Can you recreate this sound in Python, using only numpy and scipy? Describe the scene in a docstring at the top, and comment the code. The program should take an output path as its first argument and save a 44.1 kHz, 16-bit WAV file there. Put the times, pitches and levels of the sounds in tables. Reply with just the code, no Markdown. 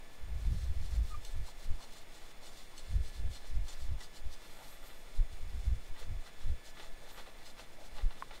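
"""Soft room noise and a thin electrical whine come first; then air pushed by a hand buffets the close
microphone as a paper towel wipes paint off a glass mirror on a desk, in quick strokes to and fro.
Sliding friction is a stream of tiny slips that excite resonant modes: the paper swishes over the pane
and scrubs lower when pressed. Stick-slip oscillation adds a squeak and thin whistles, the soft pad
scuffs now and then, and near the end a hollow contact ticks once."""
import sys
import numpy as np
from scipy import signal
from scipy.fft import rfft, irfft, next_fast_len
from scipy.io import wavfile
from scipy.ndimage import uniform_filter1d, map_coordinates

SR = 44100
rng = np.random.default_rng(int(sys.argv[2]) if len(sys.argv) > 2 else 0)


def dump(signal):
    """Clip the signal to [-1, 1] and save it as 16-bit WAV at the path in sys.argv[1]."""
    limited = np.clip(np.atleast_2d(signal).T, -1, 1)
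    pcm = np.round(limited * 32767).astype(np.int16)
    wavfile.write(sys.argv[1], SR, pcm)


N = 370440


def amp(db):
    """Amplitude ratio of a level in decibels."""
    return 10 ** (np.asarray(db) / 20)


def unit(x):
    """Normalisation to rms 1."""
    return x / np.sqrt(np.mean(x ** 2) + 1e-20)


def curves(rows):
    """Linear interpolation, sample by sample, of each column after the time."""
    times, *columns = np.transpose(rows)
    return [np.interp(np.arange(N) / SR, times, column) for column in columns]


def wobble(rate):
    """Smooth random modulation: a spline through `rate` Gaussian values a second."""
    knots = rng.standard_normal(int(N * rate / SR) + 4)
    return map_coordinates(knots, [np.arange(N) * rate / SR])


def filtered(x, response):
    """Linear filtering: the spectrum of x times a frequency response."""
    size = next_fast_len(N + SR // 2)
    return irfft(rfft(x, size) * response(np.fft.rfftfreq(size, 1 / SR)), size)[:N]


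def colour(points):
    """Magnitude response through points (f/Hz, gain/dB) on a logarithmic frequency axis."""
    f, db = np.transpose(points)
    return lambda hz: amp(np.interp(np.log(hz + 1), np.log(f + 1), db))


def resonances(modes):
    """Modal superposition: the summed response of damped oscillators (f/Hz, bandwidth/Hz, gain/dB)."""
    return lambda f: sum(amp(db) * 1j * f * width / (hz * hz - f * f + 1j * f * width)
                         for hz, width, db in modes)


def noise(response):
    """Spectrally shaped Gaussian noise of rms 1."""
    return unit(filtered(rng.standard_normal(N), response))


def motion_level(times, lengths, peaks_db, rest_db, shape):
    """Power addition of motions over a floor, in dB; lengths lie between -10 dB points, shape 2 a bell."""
    t = np.arange(0, N / SR, .001)
    power = amp(rest_db) ** 2
    for centre, length, db in zip(times, lengths, peaks_db):
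        power = power + amp(db - 10 * np.abs(2 * (t - centre) / length) ** shape) ** 2
    return np.interp(np.arange(N) / SR, t, 10 * np.log10(power))


def slips(rate, spread_db):
    """Shot noise of rms 1: fibres release at random, about `rate` times a second, with uneven force."""
    happens = rng.random(N) < rate / SR
    return unit(happens * rng.standard_normal(N) * amp(spread_db * rng.standard_normal(N)))


def bursts(events, t60):
    """Exponential decay: each sudden flurry of slips falls 60 dB in t60 seconds."""
    force, t = np.zeros(N + SR), np.arange(SR // 4) / SR
    for start, db in events:
        force[round(start * SR):][:len(t)] += amp(db - 60 * t / t60) * rng.standard_normal(len(t))
    return force[:N]


def radiate(force, spectrum, modes, ring_db):
    """Source and filter: friction sounds directly and through ringing modes, at unit mean power gain."""
    def normalised(gain):
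        return gain / np.sqrt(np.mean(np.abs(gain) ** 2))

    def response(hz):
        direct = normalised(colour(spectrum)(hz))
        ringing = normalised(resonances(modes)(hz))
        return normalised(direct + amp(ring_db) * ringing)
    return filtered(force, response)


# Spectral densities of the room noise and of its rumble: f/Hz, relative level/dB
ROOM_SPECTRUM = [(120, -21), (250, -1), (650, -1), (1000, -5.5), (1600, -8), (2150, -5.5), (3000, -11.5),
                 (4000, -16), (6000, -18.5), (9000, -23), (12000, -25), (13000, -26), (15700, -29.5)]
RUMBLE_SPECTRUM = [(10, 5), (30, 1.5), (60, -25), (120, -5.5), (220, -9.5), (320, -24.5), (600, -44)]
# Resonances of a fan: f/Hz, bandwidth/Hz, relative level/dB
FAN_MODES = [(491, 20, -1.5), (662, 12, 0.5), (2200, 250, -8.5)]


def room_noise():
    """Stationary noise: a broad hush, a rumble and a fan's soft resonances add incoherently."""
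    hush = amp(-61) * noise(colour(ROOM_SPECTRUM))
    rumble = amp(-63) * noise(colour(RUMBLE_SPECTRUM))
    fan = amp(-69.5) * noise(resonances(FAN_MODES))
    return hush + rumble + fan


# Harmonics of the whine: f/Hz, level/dB about which each wavers
WHINE_HARMONICS = [(1727.6, -74), (3455.2, -74), (5182.8, -80.5), (6910.4, -80), (8638, -78),
                   (10365.6, -84), (12093.2, -90), (13820.8, -83.5), (15548.4, -88)]
# Swelling and fading of its fundamental: t/s, gain/dB
FUNDAMENTAL_GAIN = [(0, -1.5), (1.4, 4), (2.3, -6.5), (3.1, 2), (3.7, 2.5), (4.3, 0.5), (4.6, -2),
                    (4.9, -3), (5.25, -3), (5.9, 3.5), (6.25, 1.5), (6.65, 6.5), (7.0, 4), (7.7, -5),
                    (8.15, 3), (8.4, -10)]


def whine():
    """A harmonic series: the lines of an electrical whine, each separately modulated in amplitude."""
    t = np.arange(N) / SR
    lines = []
    for hz, db in WHINE_HARMONICS:
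        level = np.sqrt(2) * amp(db + 1.5 * wobble(1.31))
        lines.append(level * np.sin(2 * np.pi * hz * t + rng.uniform(0, 2 * np.pi)))
    return amp(curves(FUNDAMENTAL_GAIN)[0]) * lines[0] + sum(lines[1:])


def steadied(x, seconds):
    """Division by the running rms evens out the chance swells of turbulence."""
    power = np.abs(uniform_filter1d(x * x, max(int(seconds * SR), 2)))
    return x / np.sqrt(power + 0.036)


# Wafts from the hand: t/s, eddy duration/s, relative swell level/dB, relative eddy level/dB
WAFTS = [(0.34, 0.2, -39, -37), (0.505, 0.14, -48, -28.5), (0.67, 0.2, -38.5, -35.5),
         (0.8, 0.2, -35.5, -37.5), (0.99, 0.14, -40, -29), (1.15, 0.18, -38.5, -43.5),
         (1.395, 0.096, -33, -36), (1.705, 0.086, -38, -35.5), (2.965, 0.11, -35, -28.5),
         (3.07, 0.064, -40, -48), (3.25, .14, -35.5, -34.5), (3.58, 0.12, -31.5, -33),
         (3.84, 0.064, -34.5, -40.5), (3.925, 0.085, -36.5, -33.5), (4.265, 0.075, -59, -41),
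         (5.21, 0.074, -39.5, -37), (5.335, .06, -40, -45.5), (5.46, 0.16, -39, -45), (5.57, .08, -47, -36),
         (5.705, 0.11, -36, -29), (5.91, 0.056, -37, -49.5), (6.12, 0.13, -36, -37.5),
         (6.495, .1, -38.5, -33.5), (6.93, 0.057, -41.5, -66), (7.91, 0.092, -42, -58),
         (8.055, 0.045, -32, -34.5)]
# Spectral densities of the slow swell and of the eddies: f/Hz, relative level/dB
SWELL_SPECTRUM = [(2, -0.5), (6, 14), (14, 6), (25, -2.5), (40, -17.5), (60, -33), (120, -57), (300, -100)]
EDDY_SPECTRUM = [(15, -3.5), (30, 0.5), (48, 6.5), (75, 0), (115, -12.5), (160, -20.5), (240, -34),
                 (400, -39), (1000, -85)]
# Single pushes of air: t/s, relative level/dB, half-width/s
PUFFS = [(1.71, -23, 0.02), (4.266, -24, 0.032), (5.204, -14.5, 0.0091), (6.482, -19, 0.019),
         (8.055, -17, 0.01)]
SWELL_LEAD_S, SWELL_EXTRA_S = 0.014, .11  # the swell precedes the eddies and outlasts them


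def draught():
    """Turbulent pressure fluctuation: air moved by the hand swells and eddies at the microphone."""
    times, lengths, swells_db, eddies_db = np.transpose(WAFTS)
    swell_db = motion_level(times - SWELL_LEAD_S, lengths + SWELL_EXTRA_S, swells_db,
                            rest_db=-47.5, shape=1.8)
    eddy_db = motion_level(times, lengths, eddies_db, rest_db=-67, shape=1.8)
    air = amp(swell_db + 2.5) * steadied(noise(colour(SWELL_SPECTRUM)), seconds=0.16)
    air += amp(eddy_db + 0.5) * steadied(noise(colour(EDDY_SPECTRUM)), seconds=0.063)
    for centre, db, width in PUFFS:
        u = (np.arange(N) / SR - centre) / width
        air += amp(db - 2.5) * (u * u - 1) * np.exp(-u * u / 2)  # pressure, suction, pressure
    return air


def roaming_modes(force, modes, roam_db):
    """Modal coupling depends on position: each mode's gain wanders at random as the contact travels."""
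    rms_gain = np.sqrt(np.mean(np.abs(resonances(modes)(np.linspace(1, SR / 2, 8192))) ** 2))
    out = np.zeros(N)
    for hz, width, db in modes:
        ringing = signal.lfilter(*signal.iirpeak(hz, hz / width, SR), force)
        out += amp(db + roam_db * wobble(14)) * ringing
    return out / rms_gain


# Strokes: t/s at full speed, duration/s, relative swish level/dB, relative scrub level/dB
STROKES = [(0.44, 0.24, -64.5, -63.5), (0.609, 0.21, -58, -64), (0.745, 0.044, -68, -66),
           (0.86, 0.19, -59, -65), (0.959, .07, -58, -58), (1.115, 0.14, -59.5, -66),
           (1.28, 0.14, -55.5, -63), (1.48, .12, -59, -64), (1.632, 0.12, -58.5, -61),
           (1.831, 0.081, -53, -62), (1.96, 0.13, -58, -58), (2.17, 0.11, -57, -60),
           (2.28, 0.1, -60.5, -62), (2.463, 0.089, -54, -58.5), (2.58, 0.17, -59, -61),
           (2.73, .07, -62, -63), (2.789, 0.056, -53.5, -60), (2.888, 0.17, -60, -63),
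           (3.068, 0.062, -54, -57), (3.163, 0.1, -58.5, -64), (3.35, 0.082, -52.5, -56.5),
           (3.482, 0.17, -59.5, -62), (3.704, 0.081, -51.5, -53), (3.82, .12, -58.5, -63),
           (4.029, 0.076, -53, -53), (4.165, 0.079, -57, -61), (4.34, 0.085, -57.5, -61),
           (4.456, 0.15, -60.5, -60), (4.627, 0.4, -62, -60), (4.895, 0.18, -67, -56.5),
           (5.13, 0.22, -63.5, -64), (5.34, 0.15, -64.5, -65), (5.536, .1, -64, -71),
           (5.64, 0.19, -63.5, -71), (5.848, .12, -62.5, -70), (5.985, .07, -60, -53.5),
           (6.038, .08, -61, -58), (6.266, 0.087, -60, -55), (6.418, 0.17, -62.5, -57),
           (6.677, .08, -57.5, -62), (6.82, .12, -58, -51.5), (7.038, 0.069, -62, -59),
           (7.1, 0.078, -59.5, -54), (7.196, 0.089, -59, -51.5), (7.277, .06, -66, -53),
           (7.402, .1, -67, -58), (7.478, 0.074, -55, -57), (7.608, 0.088, -60, -51),
           (7.846, 0.08, -60, -62), (7.98, 0.085, -61, -50), (8.125, 0.054, -65, -56),
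           (8.204, 0.099, -61.5, -55.5), (8.348, 0.093, -62, -52)]
# Snapping creases of the paper: t/s, relative level/dB
CREASE_SNAPS = [(1.2487, -41), (1.8204, -56), (2.7787, -46), (3.3334, -49), (3.6826, -44.5), (4.0059, -52)]
# Spectral density of light friction: f/Hz, relative level/dB
SWISH_SPECTRUM = [(800, -13), (2300, -17), (3300, -1.5), (4300, -0.5), (6000, -5), (8500, -7), (11000, -11),
                  (15500, -15.5)]
# Modes excited by light strokes: f/Hz, bandwidth/Hz, relative level/dB
BRIGHT_MODES = [(2990, 90, -7), (3340, 30, -8), (3578, 50, 0), (4110, 110, -3), (4290, 120, -6),
                (4805, 35, -2), (5028, 30, -4), (5550, 100, -6), (5850, 45, -9), (6312, 55, -3),
                (7102, 45, -1), (7948, 45, -3), (8790, 65, -7), (9630, 40, -12)]


def swish():
    """Friction noise: light strokes hiss; brisker ones are grainier and set the high modes ringing."""
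    times, lengths, swish_db, _ = np.transpose(STROKES)
    level_db = motion_level(times, lengths, swish_db, rest_db=-68.5, shape=1.85)  # never quite at rest
    level = amp(level_db + 1.97 * wobble(45))
    briskness = np.clip((level_db + 66) / 13, 0, 1)
    fine_force = level * np.sqrt(1 - briskness) * slips(rate=14000, spread_db=0.5)
    coarse_force = level * briskness ** 0.73 * slips(rate=7300, spread_db=2.5)
    coarse_force += bursts(CREASE_SNAPS, t60=0.026)
    hiss = radiate(fine_force, SWISH_SPECTRUM, BRIGHT_MODES, ring_db=-28)
    grain = radiate(coarse_force, SWISH_SPECTRUM, BRIGHT_MODES, ring_db=-34)
    ringing = roaming_modes(coarse_force, BRIGHT_MODES, roam_db=3.0)
    return amp(-1.07) * hiss + amp(-8.0) * grain + amp(-3.5) * ringing


# Catches of the paper on the pane: t/s, relative level/dB
CATCHES = [(4.5896, -55), (5.961, -53), (6.7716, -51), (6.7971, -45.5), (7.1717, -57), (7.1976, -50),
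           (7.5982, -50), (7.9754, -60), (8.1071, -48), (8.3086, -46.5)]
# Spectral density of pressed friction: f/Hz, relative level/dB
SCRUB_SPECTRUM = [(200, -10), (500, 3.5), (900, 0), (1500, 2), (2200, -3), (4000, -2.5), (7000, -23),
                  (15000, -49)]
# Modes excited by pressed strokes: f/Hz, bandwidth/Hz, relative level/dB
LOW_MODES = [(567, 31, -7), (672, 44, -1.5), (842, 73, 2), (1184, 56, -1), (1378, 24, -2.5), (1957, 59, 2),
             (2644, 55, -6), (2986, 78, -5.5), (3360, 29, -6), (3570, 34, 3.5), (4030, 57, 0),
             (4220, 37, -16)]
SCRUB_TOP_HZ = 6540  # the scrub's treble falls away above this


def scrub():
    """Forced vibration: in the same strokes, pressed paper drags on paint and drives the low modes."""
    times, lengths, _, scrub_db = np.transpose(STROKES)
    level_db = motion_level(times, lengths, scrub_db, rest_db=-65.5, shape=1.85)
    level = amp(level_db - 3.3 + 1.8 * wobble(60))
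    force = level * slips(rate=3500, spread_db=3) + bursts(CATCHES, t60=0.054)
    damped = filtered(force, lambda hz: 1 / (1 + (hz / SCRUB_TOP_HZ) ** 4))
    return radiate(damped, SCRUB_SPECTRUM, LOW_MODES, ring_db=-2.5)


def stick_slip(rows, jitter, jitter_rate):
    """Phase and amplitude of a friction tone; phase is the integral of its unsteady frequency."""
    hz, db = curves(rows)
    t = np.arange(N) / SR
    sounding = (t > rows[0][0]) & (t < rows[-1][0])
    phase = 2 * np.pi * np.cumsum(hz * (1 + jitter * wobble(jitter_rate))) / SR
    return phase, np.sqrt(2) * amp(db) * sounding


# Course of the squeak's fundamental: t/s, f/Hz, level/dB
SQUEAK_CONTOUR = [(1.095, 1200, -79), (1.112, 1238, -55.5), (1.132, 1257, -52), (1.14, 1210, -55.5),
                  (1.148, 1177, -44), (1.16, 1222, -55), (1.172, 1215, -67), (1.2, 1240, -71)]


def squeak():
    """Stick-slip oscillation: damp paper grips and lets go, sounding a tone and its octave."""
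    phase, level = stick_slip(SQUEAK_CONTOUR, jitter=0.01, jitter_rate=250)
    return level * (np.sin(phase) + amp(-14.5) * np.sin(2 * phase))


# Dull scuffs of the pad: t/s, centre f/Hz, level/dB, half-width/s
SCUFFS = [(1.487, 940, -58, 0.0089), (1.815, 930, -57.5, 0.021), (2.433, 810, -63, 0.01),
          (2.739, 870, -60, 0.013), (4.62, 760, -56.5, 0.017), (6.02, 500, -56, 0.0076),
          (7.048, 600, -61.5, .03), (7.282, 560, -57, 0.012), (7.806, 650, -58, 0.029)]


def scuffs():
    """Heavily damped resonance: the soft pad chatters briefly in a broad, low band."""
    t = np.arange(N) / SR
    out = np.zeros(N)
    for centre, hz, db, width in SCUFFS:
        band = resonances([(hz, .5 * hz, 0)])
        envelope = amp(db) * np.exp(-((t - centre) / width) ** 2 / 2)
        out += envelope * noise(lambda f: band(f) ** 2)
    return out


# Courses of the thin whistles, one list each: t/s, f/Hz, relative level/dB
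WHISTLE_CONTOURS = [
    [(4.41, 10800, -80), (4.435, 11800, -73), (4.46, 12300, -70), (4.515, 11500, -75), (4.555, 11750, -71),
     (4.59, 11450, -72), (4.64, 12500, -70), (4.675, 12800, -69), (4.72, 13300, -63), (4.765, 11600, -69)],
    [(4.81, 12400, -80), (4.83, 13900, -71), (4.853, 14350, -67), (4.88, 13150, -64), (4.9, 12600, -71),
     (4.96, 12350, -75), (4.99, 12900, -71), (5.04, 10900, -75)],
    [(7.09, 12100, -80), (7.115, 13300, -69), (7.137, 13650, -63), (7.16, 13100, -70), (7.19, 12800, -72),
     (7.22, 11800, -78)],
]
# Spectral density of the hiss of squealing fibres: f/Hz, relative level/dB
SIZZLE_SPECTRUM = [(3000, -40), (6000, -4), (8000, 3), (10000, -3), (12000, 1), (14000, -6), (15500, -9)]


def whistles():
    """Modulated stick-slip: fibres whistle on the glass with flutter sidebands, over friction hiss."""
    sizzle = noise(colour(SIZZLE_SPECTRUM))
    out = np.zeros(N)
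    for contour in WHISTLE_CONTOURS:
        phase, level = stick_slip(contour, jitter=0.006, jitter_rate=1700)
        flutter = .095 * phase + wobble(400)
        tone = np.sin(phase) + amp(-7) * np.sin(phase - flutter) + amp(-8) * np.sin(phase + flutter)
        hiss_level = uniform_filter1d(level, SR // 10)
        out += level * amp(-4) * tone + hiss_level * amp(-1.5) * sizzle
    return out


# The hollow tick: t/s, relative level/dB
TICKS = [(8.224, -30)]
# Its modes: f/Hz, relative level/dB, 60 dB decay time/s
TICK_MODES = [(1073, 2.5, 0.022), (1380, -1, 0.0061), (1800, -14, 0.0066), (3000, -30, .003)]
# Response of the hollow contact: f/Hz, gain/dB
HOLLOW_RESPONSE = [(100, -30), (400, -20), (800, -5), (1100, -0.5), (2200, -0.5), (3500, -10), (6000, -18),
                   (15000, -30)]


def tick():
    """Free damped vibration: the modes of a small hollow contact ring briefly."""
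    out, t = np.zeros(N + SR), np.arange(SR // 10) / SR
    ring = sum(amp(db - 60 * t / t60) * np.sin(2 * np.pi * hz * t) for hz, db, t60 in TICK_MODES)
    for start, db in TICKS:
        out[round(start * SR):][:len(t)] += amp(db) * ring
    return filtered(out[:N], colour(HOLLOW_RESPONSE))


def scene():
    """Superposition: the pressures of all sources add at one close microphone."""
    wiping = swish() + scrub() + scuffs() + squeak() + whistles() + tick()
    return (wiping + draught() + room_noise() + whine())[None]


BAND_LIMIT_HZ = 15750


def record(dry):
    """Band limiting: an ideal low-pass filter removes the highest treble."""
    return np.array([filtered(x, lambda hz: hz < BAND_LIMIT_HZ) for x in dry])


dry = scene()
out = record(dry)
dump(out)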